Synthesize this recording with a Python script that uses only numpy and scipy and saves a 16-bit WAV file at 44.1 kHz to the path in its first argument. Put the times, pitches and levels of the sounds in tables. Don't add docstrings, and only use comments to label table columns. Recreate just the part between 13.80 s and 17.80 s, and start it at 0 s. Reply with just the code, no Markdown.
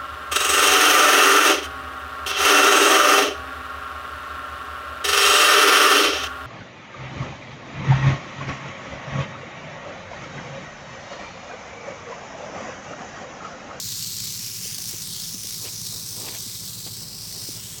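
import sys
import numpy as np
from scipy import signal
from scipy.fft import rfft, irfft, next_fast_len
from scipy.io import wavfile
from scipy.ndimage import uniform_filter1d, map_coordinates

SR = 44100
rng = np.random.default_rng(int(sys.argv[2]) if len(sys.argv) > 2 else 0)


def store_pcm(level_fs):
    pcm = np.round(np.clip(level_fs, -1, 1) * 32767).astype(np.int16)
    wavfile.write(sys.argv[1], SR, np.atleast_2d(pcm).T)


N = 176400

# (frequency [Hz], relative density [dB])
SAND_SPECTRUM = [(100, -18), (250, 9.5), (420, 13.5), (700, 7), (1100, 7), (1700, -11), (4000, -5),
                 (12000, -55)]


def amp(db):
    return 10 ** (np.asarray(db) / 20)


def unit(x):
    return x / np.sqrt(np.mean(x ** 2) + 1e-20)


def along(points, hz):
    f, v = np.transpose(points)
    return np.interp(np.log(hz + 1), np.log(f + 1), v)


def curves(rows, t):
    s, *cols = np.transpose(rows)
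    return [np.interp(t, s, c) for c in cols]


def wobble(rate):
    return map_coordinates(rng.standard_normal(int(N * rate / SR) + 4), [np.arange(N) * rate / SR])


def filtered(x, response):
    m = next_fast_len(N + SR // 2)
    return irfft(rfft(x, m) * response(np.fft.rfftfreq(m, 1 / SR)), m)[:N]


def noise(spectrum):
    return filtered(rng.standard_normal(N) * np.sqrt(SR / 2), lambda hz: amp(along(spectrum, hz)))


def pulses(times, sizes):
    inside = (times >= 0) & (times < N / SR)
    return np.bincount((times[inside] * SR).astype(int), sizes[inside], N)[:N]


def fade(t, t60):
    return np.exp(-np.log(1000) * t / t60)


def bell(hz, centre, octaves):
    return np.exp(-.5 * (np.log2((hz + 1) / centre) / octaves) ** 2)


def segment_clicks(count):
    # (time [s], stroke rate [Hz])
    tail_speed = [(0, 114), (.8, 114), (1.4, 110.5), (2.8, 108.5), (3.1, 111), (4, 109.5)]
    # (time [s], rms spread [strokes])
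    click_spread = [(0, 0.24), (1.2, 0.22), (2.5, 0.24), (3.2, .26), (4, 0.29)]
    attack_s, t60_s, rub_db = 0.00021, 0.0095, -3.5
    click_scatter_db, stroke_scatter_db, backstroke_db = 0.6, 1.7, -2.2
    t = np.arange(N) / SR
    rate_hz = curves(tail_speed, t)[0] + 1.566 * wobble(12)
    turns = np.cumsum(rate_hz) / SR
    stroke = np.arange(int(turns[-1]))[:, None]
    chance = np.clip(rng.standard_normal((len(stroke), 2 * count + 1)), -2, 2)
    spread, = curves(click_spread, np.interp(stroke, turns, t))
    order = unit(np.linspace(-1, 1, count))
    times_s = np.interp(stroke + spread * (order + 0.29 * chance[:, :count]), turns, t)
    db = click_scatter_db * chance[:, count:-1] + stroke_scatter_db * chance[:, -1:]
    db += backstroke_db * (stroke % 2)
    age = t[:SR // 50]
    envelope = fade(age, t60_s) * (1 - np.exp(-age / attack_s))
    power = signal.fftconvolve(pulses(times_s, amp(db) ** 2), envelope ** 2)[:N]
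    clicks = unit(np.sqrt(abs(power)) * rng.standard_normal(N))
    return unit(clicks + amp(rub_db) * rng.standard_normal(N))


def rattle():
    # (time [s], gain [dB], main resonance [dB], its centre [Hz], its width [oct],
    # upper resonance [dB], its centre [Hz], low mids [dB])
    pose = [(0.0, -33.5, 11.6, 5200, 0.36, 4, 7540.0, 1.5), (0.15, -33, 9.5, 5000, 0.35, 6.5, 7710.0, 2.5),
            (0.45, -34.5, 10, 5120, 0.38, 7, 7900, 3.5), (0.55, -34.5, 10.5, 5660, 0.33, 3, 8050, 4),
            (0.7, -35, 10.5, 5880.0, 0.28, 3, 8570.0, 6), (0.88, -33.0, 8, 5830, 0.22, 4, 8640.0, 5.5),
            (1.08, -33.5, 8.5, 5750, 0.27, 3.1, 9190.0, 3), (1.17, -32.5, 7.5, 6070, 0.21, -2, 8970.0, 1.5),
            (1.27, -33, 9.5, 4840.0, 0.29, 8, 8390.0, 1), (1.38, -33, 9.3, 4740.0, 0.52, 0, 8790.0, 0),
            (1.56, -34.5, 10.5, 5850, 0.21, 4, 8930.0, 1.6), (1.68, -34, 9.5, 5320.0, 0.28, 3.5, 8600, 3.8),
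            (1.85, -32.5, 9, 5110.0, 0.39, 2, 7680.0, -4), (1.97, -36.5, 11.5, 5830.0, 0.28, 5.5, 9800, 3),
            (2.07, -32.5, 9.5, 5200, 0.44, 3, 8780.0, -3),
            (2.23, -34, 10.0, 5560.0, 0.31, 3.8, 8810.0, -0.53),
            (2.5, -33.5, 9.5, 4900.0, 0.44, 3.5, 8300.0, -4.5), (2.7, -35, 9, 5370, 0.36, 4.5, 8300, 2.5),
            (3.0, -34.5, 7.5, 4470, 0.36, 5.5, 7600, -3), (3.33, -39, 12, 5190.0, 0.23, 7.0, 8040.0, 2.5),
            (3.68, -34.5, 10, 5270, 0.22, 5.5, 8570.0, 1.5), (3.81, -37, 6.5, 5500, 0.23, 5.5, 8300, 6),
            (4.0, -37.5, 5, 5910.0, 0.26, 8, 8200, 5.5)]
    # (frequency [Hz], gain [dB])
    shell = [(300.0, -48), (900.0, -15), (1700.0, -11), (2600.0, -7.5), (3300.0, -2.5), (4000.0, -1.45),
             (5500.0, -0.79), (6900.0, -0.6), (9000.0, -2.5), (11700.0, -4), (13500.0, -0.8),
             (17000.0, -1.5)]
    # (time [s], centre [Hz], gain [dB])
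    sizzle = [(0.1, 12520.0, 2.5), (0.6, 11800.0, 5), (0.95, 9960.0, 2.5), (1.25, 9800, 2),
              (1.7, 10600.0, 4.2), (2.2, 10200.0, 0.31), (2.7, 11370.0, 1.5)]
    # (time [s], centre [Hz], gain [dB])
    hollow = [(0.2, 10500, -1.5), (0.6, 8750.0, -1), (0.95, 8460.0, -0.63), (1.5, 7330.0, 1.5),
              (2.1, 6710.0, -3), (2.8, 7120.0, -2.7), (3.33, 6810.0, -3.5), (3.8, 6630.0, 0.5)]
    # (time [s], frequency [Hz])
    edge = [(0.0, 3640.0), (0.45, 3650.0), (0.85, 4270.0), (1.05, 3850), (1.2, 3590.0), (1.35, 2640.0),
            (1.55, 3430), (2.1, 3470.0), (2.6, 3150.0), (3.05, 3840), (3.68, 3750.0), (3.83, 2560.0),
            (4.0, 3070)]
    # (time [s], boost [dB])
    bursts = [(.12, 1.9), (.22, 0.5), (.44, 1.5), (.67, 1.2), (.86, 1.4), (1.1, 2), (2.9, 1), (3.18, 1.1)]
    edge_db, edge_oct, burst_s = 3, 0.17, 0.027
    ripple_db, ripple_hz, ripple_s = 1.09, 348.3, 0.1
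    click_colour_db, surge_db = 0.5, 0.25
    hz, t, spectrum = signal.stft(segment_clicks(count=5), SR, nperseg=256, noverlap=192)
    hz = hz[:, None]
    gain_db, ring_db, ring_hz, ring_oct, upper_db, upper_hz, low_db = curves(pose, t)
    db = gain_db + along(shell, hz) + ring_db * bell(hz, ring_hz, ring_oct)
    db += upper_db * bell(hz, upper_hz, octaves=0.15)
    db += low_db * bell(hz, 2500, octaves=0.6)
    for track, width_oct in (sizzle, 0.16), (hollow, 0.072):
        centre_hz, height_db = curves(track, t)
        db += height_db * bell(hz, centre_hz, width_oct)
    above_edge = np.log2((hz + 1) / curves(edge, t)[0]) / edge_oct
    db += edge_db * above_edge * np.exp(-0.5 * above_edge ** 2)
    db += sum(boost_db * np.exp(-0.5 * ((t - at_s) / burst_s) ** 2) for at_s, boost_db in bursts)
    knots = np.array(np.broadcast_arrays(hz / ripple_hz, t / ripple_s))
    db += ripple_db * map_coordinates(rng.standard_normal((100, 100)), knots, mode="mirror")
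    colour = uniform_filter1d(rng.standard_normal(spectrum.shape), size=9, axis=0)
    db += click_colour_db * unit(uniform_filter1d(colour, size=3, axis=1))
    buzz = signal.istft(spectrum * amp(db), SR, nperseg=256, noverlap=192)[1][:N]
    return buzz * amp(surge_db * wobble(rate=16))


def engine():
    # (frequency [Hz], relative level [dB], t60 [s])
    exhaust = [(111.1, -2.5, 0.15), (157, -3.5, 0.078), (190.6, 0.5, 0.034)]
    # (frequency [Hz], rms level [dB])
    tones = [(36.6, -72), (50.3, -61.5), (110.5, -65), (160, -55.5), (185, -61.5), (368, -66.5), (384, -66)]
    idle_hz, first_beat_s, wander_s, jitter_s = 13.72, 0.043, 0.00063, 0.0008
    throb_db, scatter_db, attack_s = -47, 1.5, 0.012
    t = np.arange(N) / SR
    beats_s = np.arange(first_beat_s, N / SR, 1 / idle_hz)
    beats_s += wander_s * np.interp(beats_s, t, wobble(2.027))
    age, throb = t[:SR // 3], 0
    for hz, db, t60_s in exhaust:
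        times_s = beats_s + rng.normal(0, jitter_s, len(beats_s))
        sizes = amp(db + rng.normal(0, scatter_db, len(beats_s)))
        ring = np.sin(2 * np.pi * hz * age) * fade(age, t60_s) * (1 - np.exp(-age / attack_s))
        throb += signal.fftconvolve(pulses(times_s, sizes), ring)[:N]
    hum = sum(amp(db) * unit(np.sin(2 * np.pi * hz * t + 0.5 * wobble(3.55))) for hz, db in tones)
    return amp(throb_db) * unit(throb) + hum


def open_air():
    # (frequency [Hz], density [dB/Hz])
    air_spectrum = [(22, -125), (38, -88), (60, -74), (80, -79), (110, -72), (170, -67.5), (230, -75.5),
                    (300, -85.5), (400, -82.5), (520, -90), (750, -93.5), (1100, -89), (2000, -94.5),
                    (8000, -102)]
    return noise(air_spectrum)


def scuffs():
    # (time [s], level [dB])
    shuffle = [(0, -75), (.7, -70), (1.1, -61), (2.3, -59), (3.1, -55), (4, -55)]
    # (peak time [s], rise [s], fall [s], body [dB], grit [dB])
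    swells = [(1.14, .026, 0.042, -53, -49), (1.862, 0.028, 0.046, -45.5, -40),
              (2.126, .005, .05, -48, -60), (2.43, 0.11, .072, -44.5, -52), (2.486, 0.042, 0.04, -44, -41),
              (2.558, 0.05, 0.032, -45, -41), (3.066, .0056, .037, -43.5, -44.5)]
    # (frequency [Hz], relative density [dB])
    grit_spectrum = [(500, -9), (1300, -12), (2500, -0.5), (3200, -0.5), (4200, -7), (9000, -23),
                     (16000, -29)]
    body_rough_db, grit_rough_db, shuffle_rough_db = 0.71, 3.5, 3.1
    t = np.arange(N) / SR
    body = unit(noise(SAND_SPECTRUM) * amp(body_rough_db * wobble(200)))
    grit = unit(noise(grit_spectrum) * amp(grit_rough_db * wobble(400)))
    shuffling = unit(noise(SAND_SPECTRUM) * amp(shuffle_rough_db * wobble(25.11)))
    out = amp(curves(shuffle, t)[0]) * shuffling
    for peak_s, rise_s, fall_s, body_db, grit_db in swells:
        swell = np.exp(-2 * ((t - peak_s) / np.where(t < peak_s, rise_s, fall_s)) ** 2)
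        out += swell * (amp(body_db) * body + amp(grit_db) * grit)
    return out


def knocks():
    # (time [s], gain [dB], starting pitch [Hz], t60 [s], pitch lost [fraction])
    thumps = [(.855, -36.5, 520, 0.029, 0.24), (.987, -39, 770, 0.025, 0.11), (1.049, -47, 760, .036, .05),
              (1.136, -38, 450, 0.038, 0.33), (1.544, -30, 310, 0.043, .45),
              (1.645, -34.5, 500, 0.022, 0.45), (1.842, -38, 490, .05, 0.076),
              (1.856, -30, 560, 0.017, 0.41), (2.664, -36.5, 310, 0.057, 0.39),
              (3.688, -26.5, 450, 0.027, 0.51)]
    attack_s, sag_s = 0.0028, 0.0044
    t, out = np.arange(N) / SR, 0
    roughness = 0.099 * unit(noise(SAND_SPECTRUM))
    for start_s, db, hz, t60_s, sag in thumps:
        age = np.maximum(t - start_s, 0)
        cycles = hz * ((1 - sag) * age + sag * sag_s * (1 - np.exp(-age / sag_s)))
        envelope = 2 * fade(age, t60_s) * (1 - np.exp(-age / attack_s))
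        out += amp(db) * (np.sin(2 * np.pi * cycles) + roughness) * envelope
    return out


def scene():
    return (rattle() + engine() + open_air() + scuffs() + knocks())[None, :]


def record(dry):
    top_hz = 17400
    return np.array([filtered(x, lambda hz: hz < top_hz) for x in dry])


dry = scene()
out = record(dry)
store_pcm(out)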